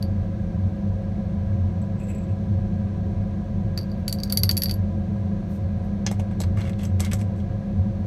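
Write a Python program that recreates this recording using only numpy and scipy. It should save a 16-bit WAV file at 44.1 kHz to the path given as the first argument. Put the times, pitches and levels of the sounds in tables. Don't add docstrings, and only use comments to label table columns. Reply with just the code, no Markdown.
import sys
import numpy as np
from scipy import signal
from scipy.fft import rfft, irfft, next_fast_len
from scipy.io import wavfile

SR = 44100
rng = np.random.default_rng(int(sys.argv[2]) if len(sys.argv) > 2 else 0)


def pcm_store(signal):
    levels = np.round(np.clip(np.atleast_2d(signal), -1, 1) * 32767)
    wavfile.write(sys.argv[1], SR, levels.astype(np.int16).T)


N = 355754
T = np.arange(N) / SR
SHORT_T = T[:SR // 3]


def amp(db):
    return 10 ** (np.asarray(db) / 20)


def rms_one(x):
    return x / np.sqrt(np.mean(x ** 2) + 1e-20)


def start_one(sound):
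    return sound / np.sqrt(np.mean(sound[:SR // 100] ** 2))


def peak_one(sound):
    return sound / np.abs(sound).max()


def add(out, start_s, sound):
    at = round(start_s * SR)
    out[at:at + len(sound)] += sound[:N - at]


def band(x, low_hz, high_hz):
    edges = [low_hz, min(high_hz, .45 * SR)]
    return signal.sosfilt(signal.butter(2, edges, "band", fs=SR, output="sos"), x)


def coloured(x, outline, bumps):
    size = next_fast_len(N)
    hz = np.arange(1, size // 2 + 2) * SR / size
    outline_hz, outline_db = np.transpose(outline)
    db = np.interp(np.log(hz), np.log(outline_hz), outline_db)
    for centre_hz, width_hz, bump_db in bumps:
        db += bump_db * np.exp(-.5 * ((hz - centre_hz) / (.5 * width_hz)) ** 2)
    return irfft(rfft(x, size) * amp(db), size)[:N]


def waver(per_s):
    r = np.exp(-2 * np.pi * per_s / SR)
    return rms_one(signal.lfilter([1], [1, -2 * r, r * r], rng.standard_normal(N + SR))[SR:])


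def strike(notes):
    hz, db, t60 = np.transpose(notes)[:, :, None]
    strength, phase, detune = rng.standard_normal((3, len(notes), 1))
    onset = np.minimum(SHORT_T / .0004, 1)
    height = amp(db + 3 * strength - 60 * SHORT_T / t60) * onset
    gripped_hz = hz * (1 + .004 * detune)
    return np.sum(height * np.sin(2 * np.pi * gripped_hz * SHORT_T + .6 * phase), axis=0)


def crack(low_hz, high_hz, t60):
    return band(rng.standard_normal(len(SHORT_T)) * amp(-60 * SHORT_T / t60), low_hz, high_hz)


def grains(per_s, spread_db):
    sizes = amp(spread_db * np.minimum(rng.exponential(1, N), 5)) * rng.choice([-1, 1], N)
    return sizes * (rng.random(N) < per_s / SR)


def ring(clicks, notes):
    out = 0
    for hz, db, t60 in notes:
        r, w = amp(-60 / (t60 * SR)), 2 * np.pi * hz / SR
        out = out + amp(db) * signal.lfilter([0, np.sin(w)], [1, -2 * r * np.cos(w), r * r], clicks + 1e-18)
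    return out


def strokes(rows, column, rise, fall):
    db = np.full(N, -200.)
    for row in rows:
        before_s = np.maximum(row[0] - T, 0)
        after_s = np.maximum(T - row[0] - abs(row[1]), 0)
        db = np.maximum(db, row[column] - rise * before_s - fall * after_s)
    return amp(db)


# (pitch [Hz], level [dB per Hz])
AIR_OUTLINE = [(28, -84), (37, -53), (70, -49), (220, -50.5), (238, -64), (760, -70), (830, -79.5),
               (2200, -89), (2900, -95), (4200, -95), (5000, -100), (10300, -111), (14700, -116),
               (15650, -104), (15850, -127)]
# (pitch [Hz], width [Hz], boost
# [dB])
DUCT_BUMPS = [(41.5, 5, 10), (55, 6, -5), (156, 14, -10), (175, 10, 3), (206, 14, 5), (281, 9, -7),
              (336, 26, 7), (396, 18, -13), (418, 14, 4), (450, 8, -13), (483, 10, -5), (545, 50, 4),
              (615, 45, -7), (650, 8, -6), (672, 22, 4), (693, 10, -6), (720, 25, 3), (800, 20, -8),
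              (858, 22, -11), (908, 16, -6), (990, 50, 8), (1410, 70, -5), (1640, 90, 8.5), (1760, 40, -5),
              (1845, 40, -4), (4900, 300, -3)]
def fan_air():
    return coloured(rng.standard_normal(N), AIR_OUTLINE, DUCT_BUMPS) * np.sqrt(SR / 4)


# (time [s], level [dB])
CHANCE_SWELLS = [(0.0, -18.5), (0.13, -25), (0.45, -27), (0.52, -37), (0.58, -21), (0.76, -29),
                 (1.12, -26.5), (1.17, -36), (1.37, -23), (2.47, -28.5), (2.54, -18), (2.65, -31),
                 (3.23, -22.5), (3.28, -34.5), (3.68, -23), (3.89, -36), (4.54, -22), (4.6, -39.5),
                 (4.76, -23.5), (5.57, -33.5), (5.66, -21), (5.75, -29), (7.26, -24.5), (7.73, -30),
                 (7.8, -20.5), (8.07, -34)]
def low_rumble():
    rumble_hz, wander_hz = 97.5, 8
    narrow = band(rng.standard_normal(N + SR), rumble_hz - wander_hz, rumble_hz + wander_hz)
    phase = np.angle(signal.hilbert(narrow, next_fast_len(N + SR)))
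    tone = np.cos(phase)[SR:SR + N]
    level_db = np.interp(T, *np.transpose(CHANCE_SWELLS)) + 3 * waver(per_s=8)
    return band(tone, 78, 110) * np.sqrt(2) * amp(level_db)


# (cycles per turn [count], cycles per magnetic pull [count], level [dB])
MOTOR_TONES = [(1, 0, -64), (5, 0, -51), (6, 0, -49), (7, 0, -37), (11, 0, -61), (12, 0, -58), (18, 0, -66),
               (0, 2, -32.5), (0, 3, -64), (0, 5, -62), (0, 6, -71), (0, 7, -68), (0, 10, -65),
               (22, 0, -47), (22, 1, -58), (22, 2, -61), (22, 4, -73)]
def motor_hum():
    shaft_hz, magnet_hz = 24.615, 100.17
    out = np.zeros(N)
    for per_turn, per_pull, db in MOTOR_TONES:
        hz = per_turn * shaft_hz + per_pull * magnet_hz
        out += amp(db) * np.sqrt(2) * np.sin(2 * np.pi * hz * T + rng.uniform(0, 2 * np.pi))
    return out


# (pitch [Hz], level [dB], fade time [s])
WALL_NOTES = [(4580, 0, .036), (4655, -3, .034), (4790, -10, .02), (5350, -7, .006), (4610, -23, .17),
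              (4520, -24, .1)]
# (pitch [Hz], level [dB], fade time [s])
HIGH_NOTES = [(11090, -7, .05), (11240, 0, .06), (11400, -2, .05), (11500, 0, .07), (11600, -4, .09),
              (11880, -6, .05), (12200, -9, .04), (12400, -5, .05), (12600, -6, .07), (12950, -7, .04),
              (13590, -9, .035), (14000, -8, .035), (14200, -6, .045), (14400, -7, .04), (14750, -11, .03)]
# (time [s], wall level [dB], high notes level [dB], crack level [dB])
TUBE_TAPS = [(0.0262, -27, -48.5, -52), (3.7761, -21, -45, -43), (3.7881, -26, -56, -62),
             (3.812, -34.5, -57, -66), (3.8312, -40, -61, -73), (3.899, -51, -78, -84),
             (3.9165, -40, -65, -72), (3.9814, -66, -70, -86), (3.9994, -63, -70, -86),
             (4.0801, -18.5, -35.5, -32.5), (4.0956, -30, -65, -47), (4.1266, -18.5, -36, -33),
             (4.1864, -33, -56.5, -65), (4.2017, -30.5, -55, -56), (4.2343, -20, -42, -36.5),
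             (4.2767, -40, -73, -62), (4.2984, -28.5, -48, -53), (4.3012, -27, -62.5, -46),
             (4.324, -16, -25, -35), (4.373, -11, -21, -31), (4.434, -10.5, -22.5, -27),
             (4.4925, -9.5, -27, -44), (4.512, -16.5, -41.5, -31.5), (4.569, -20, -30.5, -33),
             (4.5766, -18.5, -24.5, -35), (4.6203, -14, -30, -41), (4.635, -19, -22.5, -34),
             (4.6578, -19, -54.5, -45.5), (4.6848, -30, -50, -55.5), (4.6949, -22.5, -41, -49),
             (4.711, -18.5, -36.5, -42), (4.74, -40, -42, -51)]
def tube_taps():
    out = np.zeros(N)
    settle = amp(-60 * SHORT_T / .03) + amp(-5)
    for start_s, wall_db, high_db, crack_db in TUBE_TAPS:
        pitch, strength = rng.standard_normal(2)
        clank_hz = 3400 * 2 ** (.3 * pitch)
        clank_db = wall_db - 26.5 + 2.5 * strength
        add(out, start_s, amp(wall_db) * peak_one(strike(WALL_NOTES)))
        add(out, start_s, amp(high_db) * start_one(strike(HIGH_NOTES) * settle))
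        add(out, start_s, amp(clank_db) * start_one(crack(.44 * clank_hz, 1.27 * clank_hz, t60=.031)))
        add(out, start_s, amp(crack_db) * start_one(crack(5200, 16500, t60=.016)))
        add(out, start_s, amp(crack_db - 6.5) * start_one(crack(7000, 16500, t60=.004)))
    return out


# (pitch [Hz], level [dB], fade time [s])
JAR_NOTES = [(7580, -4, .05), (7690, -5, .05), (7775, 0, .07), (8900, -15, .03), (9800, -11, .04),
             (10150, -12, .04), (11500, -8, .05), (11800, -9, .05), (12400, -12, .05), (14100, -13, .04)]
# (pitch [Hz], level [dB], fade time [s])
BLADE_NOTES = [(2270, 0, 0.0098), (2450, -5, 0.026), (2580, -2, 0.05)]
# (time [s], hold [s], jar level [dB], blade level [dB])
SCRAPES = [(2.01, .003, -57, -53), (2.042, .003, -56.5, -59), (2.1, .003, -48.5, -47.5),
           (2.13, 0.081, -65, -58.5), (2.236, .003, -63, -67), (2.286, .04, -73, -64)]
# (time [s], level [dB])
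TIP_CATCHES = [(1.8177, -43.5), (1.9989, -47), (2.0318, -51), (2.0707, -50), (2.0837, -52), (2.0956, -51),
               (2.149, -41.5), (2.1834, -46), (2.2318, -58), (2.2867, -66)]
def scoop():
    muffle_hz = 10400
    grit = grains(2000, spread_db=-1.5)
    on_jar = strokes(SCRAPES, column=2, rise=601, fall=550)
    on_blade = strokes(SCRAPES, column=3, rise=601, fall=550)
    out = rms_one(ring(band(grit, 3000, muffle_hz), JAR_NOTES)) * on_jar
    out += rms_one(ring(grit, BLADE_NOTES)) * on_blade
    out += amp(-19) * rms_one(band(grit, 9000, 17000)) * on_jar
    for start_s, db in TIP_CATCHES:
        clink = peak_one(band(strike(JAR_NOTES), 3000, muffle_hz))
        click = peak_one(crack(6500, 15500, t60=.012))
        add(out, start_s, amp(db) * peak_one(clink + .42 * click))
    return out


# (time [s], hold [s], level [dB])
BENCH_BRUSHES = [(5.506, 0.055, -61), (5.848, .005, -68)]
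def bench_brush():
    hiss = rms_one(band(grains(9000, spread_db=3), 5000, 20000))
    return hiss * strokes(BENCH_BRUSHES, column=2, rise=503.5, fall=395)


# (pitch [Hz], level [dB], fade time [s])
LID_NOTES = [(1300, -3, .015), (1700, -2, .02), (2150, 0, .03), (2750, -2, .018), (3250, -1, .022),
             (4100, -4, .014), (5400, -6, .01), (6250, -4, .016)]
# (time [s], level [dB], ring pitch [Hz], tick [dB], hollow pitch [Hz], hollow level [dB])
LID_KNOCKS = [(6.0647, -16, 5600, -60, 1020, -35), (6.1137, -37, 2060, -42.5, 680, -32),
              (6.1971, -37.5, 2680, -54, 687, -37.5), (6.4033, -41, 6350, -38, 630, -34),
              (6.4148, -29, 4330, -42, 600, -42), (6.4368, -33, 4260, -52, 1580, -42.5),
              (6.572, -41, 2130, -58, 654, -44), (6.607, -44, 2000, -54, 1690, -43.5),
              (6.6147, -34.5, 3670, -62, 640, -58), (6.6788, -50, 2040, -65, 600, -60),
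              (6.6947, -34, 2220, -51, 660, -54), (6.732, -40, 2940, -68, 630, -68),
              (6.8522, -34, 6060, -49, 760, -45), (6.9968, -31, 2120, -46, 1060, -49),
              (7.004, -44, 6400, -31.5, 1310, -36.5), (7.0244, -38, 2600, -55, 600, -47),
              (7.048, -29.5, 3630, -41.5, 670, -60), (7.114, -30, 2380, -45, 600, -51),
              (7.133, -38, 6400, -34.5, 670, -35), (7.2136, -35, 2390, -51, 670, -45),
              (7.4008, -44, 3200, -70, 640, -58)]
def lid_knocks():
    out = np.zeros(N)
    for start_s, db, ring_hz, tick_db, hollow_hz, hollow_db in LID_KNOCKS:
        nearby_notes = [(hz, note_db - 2.5 * np.log2(hz / ring_hz) ** 2, t60)
                        for hz, note_db, t60 in LID_NOTES]
        clack = peak_one(crack(.84 * ring_hz, 1.18 * ring_hz, t60=.03))
        plastic = peak_one(strike(nearby_notes))
        tick = start_one(crack(3450, 11000, t60=.027))
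        hollow = start_one(crack(.26 * hollow_hz, 1.22 * hollow_hz, t60=.034))
        glass = amp(-5.5) * start_one(strike(JAR_NOTES))
        add(out, start_s, amp(db) * peak_one(clack + .69 * plastic))
        add(out, start_s, amp(tick_db) * (tick + glass) + amp(hollow_db) * hollow)
    return out


# (time [s], hold [s], rasp [dB], rasp pitch [Hz], fine rub [dB], jar ring [dB])
LID_RASPS = [(6.068, 0.0049, -36, 3320, -60, -60), (6.125, .003, -50, 1840, -53, -63),
             (6.196, .003, -53, 1960, -51, -68), (6.31, 0.012, -52.5, 1720, -70, -71),
             (6.401, 0.031, -55, 2140, -59, -54), (6.571, 0.029, -44, 1610, -57, -66),
             (6.618, .015, -49, 1690, -61, -64), (6.64, 0.044, -49.5, 2230, -58.5, -68),
             (6.791, 0.028, -49.5, 2900, -56, -63), (6.834, 0.017, -49.5, 2960, -54, -49),
             (7.017, .004, -48, 2140, -47, -55), (7.038, 0.027, -45, 2200, -50, -62),
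             (7.118, 0.01, -39.5, 2230, -58, -54), (7.134, .003, -45, 2250, -44, -38),
             (7.19, 0.024, -55, 1700, -55, -63), (7.36, 0.042, -70, 1700, -71, -73)]
def lid_rasps():
    grip_share = .4
    slips = grains(3000, spread_db=3.2)
    rub = band(grains(6000, spread_db=4), 3500, 9900)
    rows = np.array(LID_RASPS)
    current = np.maximum(np.searchsorted(rows[:, 0], T + .01) - 1, 0)
    rasp_hz = rows[current, 3]
    rasp = np.zeros(N)
    for hz, db, t60 in LID_NOTES:
        rasp += ring(slips, [(hz, db, grip_share * t60)]) * amp(-22 * np.log2(hz / rasp_hz) ** 2)
    out = rms_one(rasp) * strokes(LID_RASPS, column=2, rise=2500, fall=454)
    out += rms_one(rub) * strokes(LID_RASPS, column=4, rise=2500, fall=597)
    out += rms_one(ring(slips, JAR_NOTES)) * strokes(LID_RASPS, column=5, rise=2500, fall=597)
    return out


def cupboard_echo(x):
    delay_s, fade_s, echo_db = .003, .1, -9.5
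    tail = rng.standard_normal(len(SHORT_T)) * amp(-60 * SHORT_T / fade_s) * (SHORT_T > delay_s)
    return amp(echo_db) * signal.fftconvolve(x, tail / np.sqrt(np.sum(tail ** 2)))[:N]


def scene():
    hands = tube_taps() + scoop() + bench_brush() + lid_knocks() + lid_rasps()
    return (hands + cupboard_echo(hands) + fan_air() + low_rumble() + motor_hum())[None]


# (pitch [Hz], level [dB])
MIC_OUTLINE = [(100, 0), (14700, 0), (15900, -16), (20000, -16)]
# (pitch [Hz], width [Hz], boost [dB])
MIC_BUMPS = [(6100, 840, 4), (7270, 1500, -1.5), (10170, 1100, -4), (13300, 2800, -2)]
def record(dry):
    cutoff_hz = 17250
    heard = coloured(dry[0], MIC_OUTLINE, MIC_BUMPS)[None]
    return signal.sosfilt(signal.cheby2(12, 70, cutoff_hz, fs=SR, output="sos"), heard)


dry = scene()
out = record(dry)
pcm_store(out)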